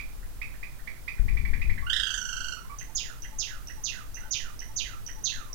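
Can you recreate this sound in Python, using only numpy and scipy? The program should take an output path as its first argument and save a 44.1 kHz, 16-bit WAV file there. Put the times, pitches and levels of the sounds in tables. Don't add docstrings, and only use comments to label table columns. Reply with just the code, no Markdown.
import sys
import numpy as np
from scipy import signal
from scipy.fft import rfft, irfft
from scipy.io import wavfile

SR = 44100
rng = np.random.default_rng(int(sys.argv[2]) if len(sys.argv) > 2 else 0)


def waveform_to_disk(signal):
    frames = np.transpose(np.atleast_2d(signal))
    scaled = np.clip(frames, -1, 1) * 32767
    samples = np.round(scaled).astype(np.int16)
    wavfile.write(sys.argv[1], SR, samples)


N = 244314


def syrinx(pitch, amplitude, harmonics_db):
    phase = 2 * np.pi * np.cumsum(pitch) / SR
    pressure = np.sqrt(amplitude / amplitude.max())
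    wave = 0
    for k, db in enumerate(harmonics_db, start=1):
        gain = undb(db) * (pressure if k > 2 else 1)
        wave = wave + gain * np.sin(k * phase) * (k * pitch < SR / 2)
    return amplitude * wave


def note(hz, db, attack_s, hold_s, release_s, scoop, rise, waver):
    t = np.arange(int((attack_s + hold_s + release_s) * SR)) / SR
    flat = scoop * np.cos(np.pi / 2 * np.minimum(t / t[-1] / rise, 1)) ** 2
    pitch = hz * (1 - flat) * (1 + waver * wander(len(t), 507))
    return pitch, undb(db) * swell(t, attack_s, hold_s, release_s)


# (time [s], tink frequency [Hz], tink level [dB], slur delay [s], slur level [dB])
PHRASES = [(2.786, 6220, -28, 0.16, -23), (3.221, 6050, -32, 0.16, -23.5), (3.672, 5896, -31, 0.16, -24),
           (4.144, 5993, -29.5, 0.16, -22.5), (4.592, 5934, -28.5, .165, -23.5),
           (5.064, 5940, -27, 0.17, -21.5), (5.530, 5900, -27, .164, -22)]
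def phrases(slur_ratio=1.155):
    whistles, murmurs = np.zeros((2, N))
    for s, hz, tink_db, delay_s, slur_db in PHRASES:
        add(whistles, s, tink(hz, tink_db))
        add(murmurs, s + .012, rasp())
        add(murmurs, s + .023, chip(hz=2007, db=-36))
        add(murmurs, s + .09, coo(hz=881, length_s=.044, db=-51))
        add(whistles, s + delay_s, slur(hz * slur_ratio, slur_db))
    return whistles, murmurs


def slur(hz, db, length_s=.21, hook_s=.012, buzz_hz=140, slowing=.25):
    swing, jitter, dip_db, uneven_db = .17, .06, 16, 3
    t = np.arange(int(length_s * SR)) / SR
    onset = np.clip((t - hook_s) / .006, 0, 1)
    rate = buzz_hz * (1 - slowing * t / length_s) * (1 + .15 * wander(len(t), 100))
    cycle = np.cumsum(rate * (t > hook_s)) / SR % 1
    buzz = onset * (1 - (t / length_s) ** 2)
    pitch = slur_pitch(t, hz, hook_s) * (1 + .011 * wander(len(t), 501))
    sweep = swing * (1 - 2 * cycle) + jitter * wander(len(t), 400.2)
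    pitch *= 1 + buzz * sweep
    chop_db = buzz * dip_db * (np.sin(np.pi * cycle) - 1)
    flicker_db = onset * uneven_db * wander(len(t), 116.7)
    amplitude = slur_envelope(t) * undb(db + chop_db + flicker_db)
    gain, overtone_db = throat(pitch)
    voice = syrinx(pitch, amplitude * gain, [0, overtone_db])
    return signal.sosfilt(signal.butter(12, 7700, fs=SR, output="sos"), voice)


def slur_pitch(t, hz, hook_s, hook_dip=.1305, fall_s=.0195, fall_power=.75):
    hook = 1 - hook_dip * np.sin(np.pi * np.minimum(t / hook_s, 1) ** 1.525)
    fall = (1 + np.maximum(t - hook_s, 0) / fall_s) ** -fall_power
    return hz * hook * fall


def slur_envelope(t, start_db=4, sag_db_per_s=110, break_s=.084, tail_db=-6.5):
    head = swell(t, attack_s=.0093, hold_s=.051, release_s=.011) ** 2
    tail = swell(t - break_s, attack_s=.0067, hold_s=.1, release_s=.025)
    return undb(start_db - sag_db_per_s * t) * (head + undb(tail_db) * tail)


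def throat(pitch, hollow_hz=4300, width_hz=700, hollow_db=-2.5, second_db=-11, cutoff_hz=7000):
    gain = undb(hollow_db * np.exp(-((pitch - hollow_hz) / width_hz) ** 2))
    overtone_db = second_db - 20 * np.log10(1 + (2 * pitch / cutoff_hz) ** 16)
    return gain, overtone_db


def tink(hz, db):
    contour = note(hz, db, attack_s=.0003, hold_s=.0029, release_s=.0033, scoop=.096, rise=.16, waver=.02)
    return syrinx(*contour, [0])


def rasp(hz=2870, db=-44):
    contour = note(hz, db, attack_s=.003, hold_s=.0099, release_s=.0051, scoop=.045, rise=.48, waver=.109)
    return syrinx(*contour, [0])


# (time [s], mid-glide frequency [Hz],
# relative level [dB], second harmonic [dB], third harmonic [dB], fourth harmonic [dB])
TRILL_COURSE = [(1.862, 1473, -27.5, -5, -25, -32), (1.894, 1577, -26, 8.5, -8.5, -13),
                (1.928, 1784, -22, 4.5, -8.5, -14.5), (2.031, 1622, -25, 5.5, -8, -12),
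                (2.097, 1516, -28.5, 2.5, -7, -3.5), (2.136, 1632, -25, -0.5, -10.5, -2.5),
                (2.179, 1497, -29.5, -4, -13, 2.5), (2.40, 1516, -29, -1.5, -8, -5),
                (2.516, 1453, -30.5, -1, -4, -3.5)]
def trill(count=19, start_s=1.8624, attack_s=.007, release_s=.0089, flat_hz=1300, full_hz=1680):
    first_gap_s, last_gap_s, tiring_notes = .031255, .040145, 8.158
    out, s = np.zeros(N), start_s
    times, *course = np.transpose(TRILL_COURSE)
    for k in range(count):
        hz, db, second_db, third_db, fourth_db = (np.interp(s, times, column) for column in course)
        effort = np.clip((hz - flat_hz) / (full_hz - flat_hz), .25, 1)
        stretch, scoop = 1 + .42 * (1 - effort), .29 * effort
        pitch, amplitude = note(hz * (1 + scoop / 2), db, attack_s * stretch, 0, release_s * stretch,
                                scoop, rise=.92, waver=.025)
        spike_db = 3 * effort * ((amplitude / amplitude.max()) ** 4 - .5)
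        bright_db = (third_db + fourth_db) / 2
        harmonics_db = [0, second_db, third_db, fourth_db, bright_db - 7, bright_db - 17]
        add(out, s, syrinx(pitch, amplitude * undb(spike_db), harmonics_db))
        s += last_gap_s + (first_gap_s - last_gap_s) * np.exp(-k / tiring_notes)
    return out


# (time [s], second-harmonic frequency [Hz], relative level [dB])
OPENING_CHIPS = [(-.004, 2433, -27), (.225, 1836, -44.5), (0.414, 2474, -24.5), (.539, 1844, -42.5),
                 (0.627, 2420, -29), (.789, 1840, -43.5), (0.872, 2300, -27.5), (1.077, 2506, -23),
                 (1.180, 1886, -42.5), (1.280, 2350, -28.5), (1.368, 2400, -26.5), (1.449, 2337, -25.5),
                 (1.532, 2225, -25.5), (1.613, 2490, -25), (1.694, 2330, -25.5), (1.776, 2130, -28.5)]
def opening_chips():
    out = np.zeros(N)
    for s, hz, db in OPENING_CHIPS:
        add(out, s, chip(hz, db))
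    return out


def chip(hz, db):
    contour = note(hz / 2, db, attack_s=.0035, hold_s=.0061, release_s=.0018,
                   scoop=.2516, rise=.744, waver=.025)
    return syrinx(*contour, harmonics_db=[-22, 0, -23, -24, -31])


# (time [s], frequency [Hz], duration [s], relative level [dB])
LOW_NOTES = [(1.823, 1138, 0.019, -37.5), (2.568, 1370, 0.016, -35.5), (2.645, 1030, 0.016, -46.5),
             (2.691, 1127, 0.039, -37), (4.193, 1480, 0.089, -47), (5.487, 1058, .068, -49)]
def soft_low_notes():
    out = np.zeros(N)
    for s, hz, length_s, db in LOW_NOTES:
        add(out, s, coo(hz, length_s, db))
    return out


def coo(hz, length_s, db):
    edge_s = length_s / 4
    contour = note(hz, db, edge_s, length_s / 2, edge_s, scoop=.05, rise=.4, waver=.05)
    return syrinx(*contour, harmonics_db=[0, -12])


# (delay [s], gain [dB])
REFLECTIONS = [(.0034, -29), (.0078, -5), (0.0117, -8.5), (0.0153, -12), (0.0225, -14)]
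def room(sound, tail_db=1.5, t60_low_s=.34, t60_high_s=.37, build_s=.0038):
    t = np.arange(SR // 2) / SR
    scatter = rng.standard_normal(len(t))
    low = signal.sosfiltfilt(signal.butter(2, 4000, fs=SR, output="sos"), scatter)
    tail = low * undb(-60 * t / t60_low_s) + (scatter - low) * undb(-60 * t / t60_high_s)
    tail *= 1 - np.exp(-t / build_s)
    response = undb(tail_db) * tail / np.linalg.norm(tail)
    for s, db in REFLECTIONS:
        add(response, s, undb([db]))
    return signal.fftconvolve(sound, response)[:N]


# (frequency [Hz], relative spectral density [dB])
RUB_SPECTRUM = [(8, 5.5), (18, -7), (38, 4.5), (65, -10), (110, -17.5), (200, -27.5), (400, -40),
                (800, -76), (2000, -85)]
def finger_rub(start_s=1.19, attack_s=.031, settle_s=1.713, db=-19, fade_db_per_s=67):
    t = np.arange(N) / SR
    rumble = noise(*np.transpose(RUB_SPECTRUM))
    onset = np.clip((t - start_s) / attack_s, 0, 1)
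    level_db = db - fade_db_per_s * np.maximum(t - settle_s, 0)
    return onset * undb(level_db) * rumble / rumble.std()


# (time [s], frequency [Hz], level [dB])
FINGER_IMPACTS = [(0.184, 30, -22.5), (1.196, 37.4, -7), (1.254, 36, -20.5), (1.354, 48, -14.5),
                  (1.672, 45, -17), (1.702, 38.3, -15)]
def finger_bumps(decay_s=.022):
    out = np.zeros(N)
    t = np.arange(SR // 5) / SR
    for s, hz, db in FINGER_IMPACTS:
        add(out, s, -undb(db) * np.sin(2 * np.pi * hz * t) * np.exp(-t / decay_s))
    return out


# (frequency [Hz], left spectral density [dB re 1/Hz], right [dB re 1/Hz])
NOISE_FLOOR = [(8.2, -52.5, -52), (17.4, -51.5, -70), (26.3, -64.5, -68.5), (37.8, -56.5, -53.5),
               (62.5, -69.5, -72.5), (111.4, -82, -68), (179, -89.5, -77), (357, -92.5, -84),
               (780, -96.5, -87), (1390, -98, -88), (3150, -99, -96), (8150, -99.6, -96),
               (13000, -98.5, -96)]
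def background():
    hz, left_db, right_db = np.transpose(NOISE_FLOOR)
    return np.array([noise(hz, left_db), noise(hz, right_db)])


def noise(hz, db):
    f = np.maximum(np.fft.rfftfreq(N, 1 / SR), 1)
    gain = undb(np.interp(np.log(f), np.log(hz), db)) * np.sqrt(SR / 2)
    return irfft(rfft(rng.standard_normal(N)) * gain, N)


def wander(size, rate_hz):
    place = np.arange(size) * rate_hz / SR
    knots = rng.standard_normal(int(place[-1]) + 2)
    return np.interp(place, np.arange(len(knots)), knots)


def swell(t, attack_s, hold_s, release_s):
    edge = np.minimum(t / attack_s, (attack_s + hold_s + release_s - t) / release_s)
    return np.sin(np.pi / 2 * np.clip(edge, 0, 1)) ** 2


def undb(db):
    return 10 ** (np.asarray(db) / 20)


def add(track, s, sound):
    start = int(round(s * SR))
    lo, hi = max(start, 0), min(start + len(sound), len(track))
    if hi > lo:
        track[lo:hi] += sound[lo - start:hi - start]


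def scene(song_db=-2, trill_direct_db=2.5, whistle_direct_db=-1, covered_db=-37):
    whistles, murmurs = phrases()
    small_notes = opening_chips() + soft_low_notes() + murmurs
    trilled = trill()
    direct = small_notes + undb(trill_direct_db) * trilled + undb(whistle_direct_db) * whistles
    song = undb(song_db) * (direct + room(small_notes + trilled + whistles))
    left = undb(covered_db) * song + finger_rub() + finger_bumps()
    return np.array([left, song]) + background()


def record(dry, cutoff_hz=15900):
    return signal.sosfilt(signal.ellip(10, .2, 80, cutoff_hz, fs=SR, output="sos"), dry)


dry = scene()
out = record(dry)
waveform_to_disk(out)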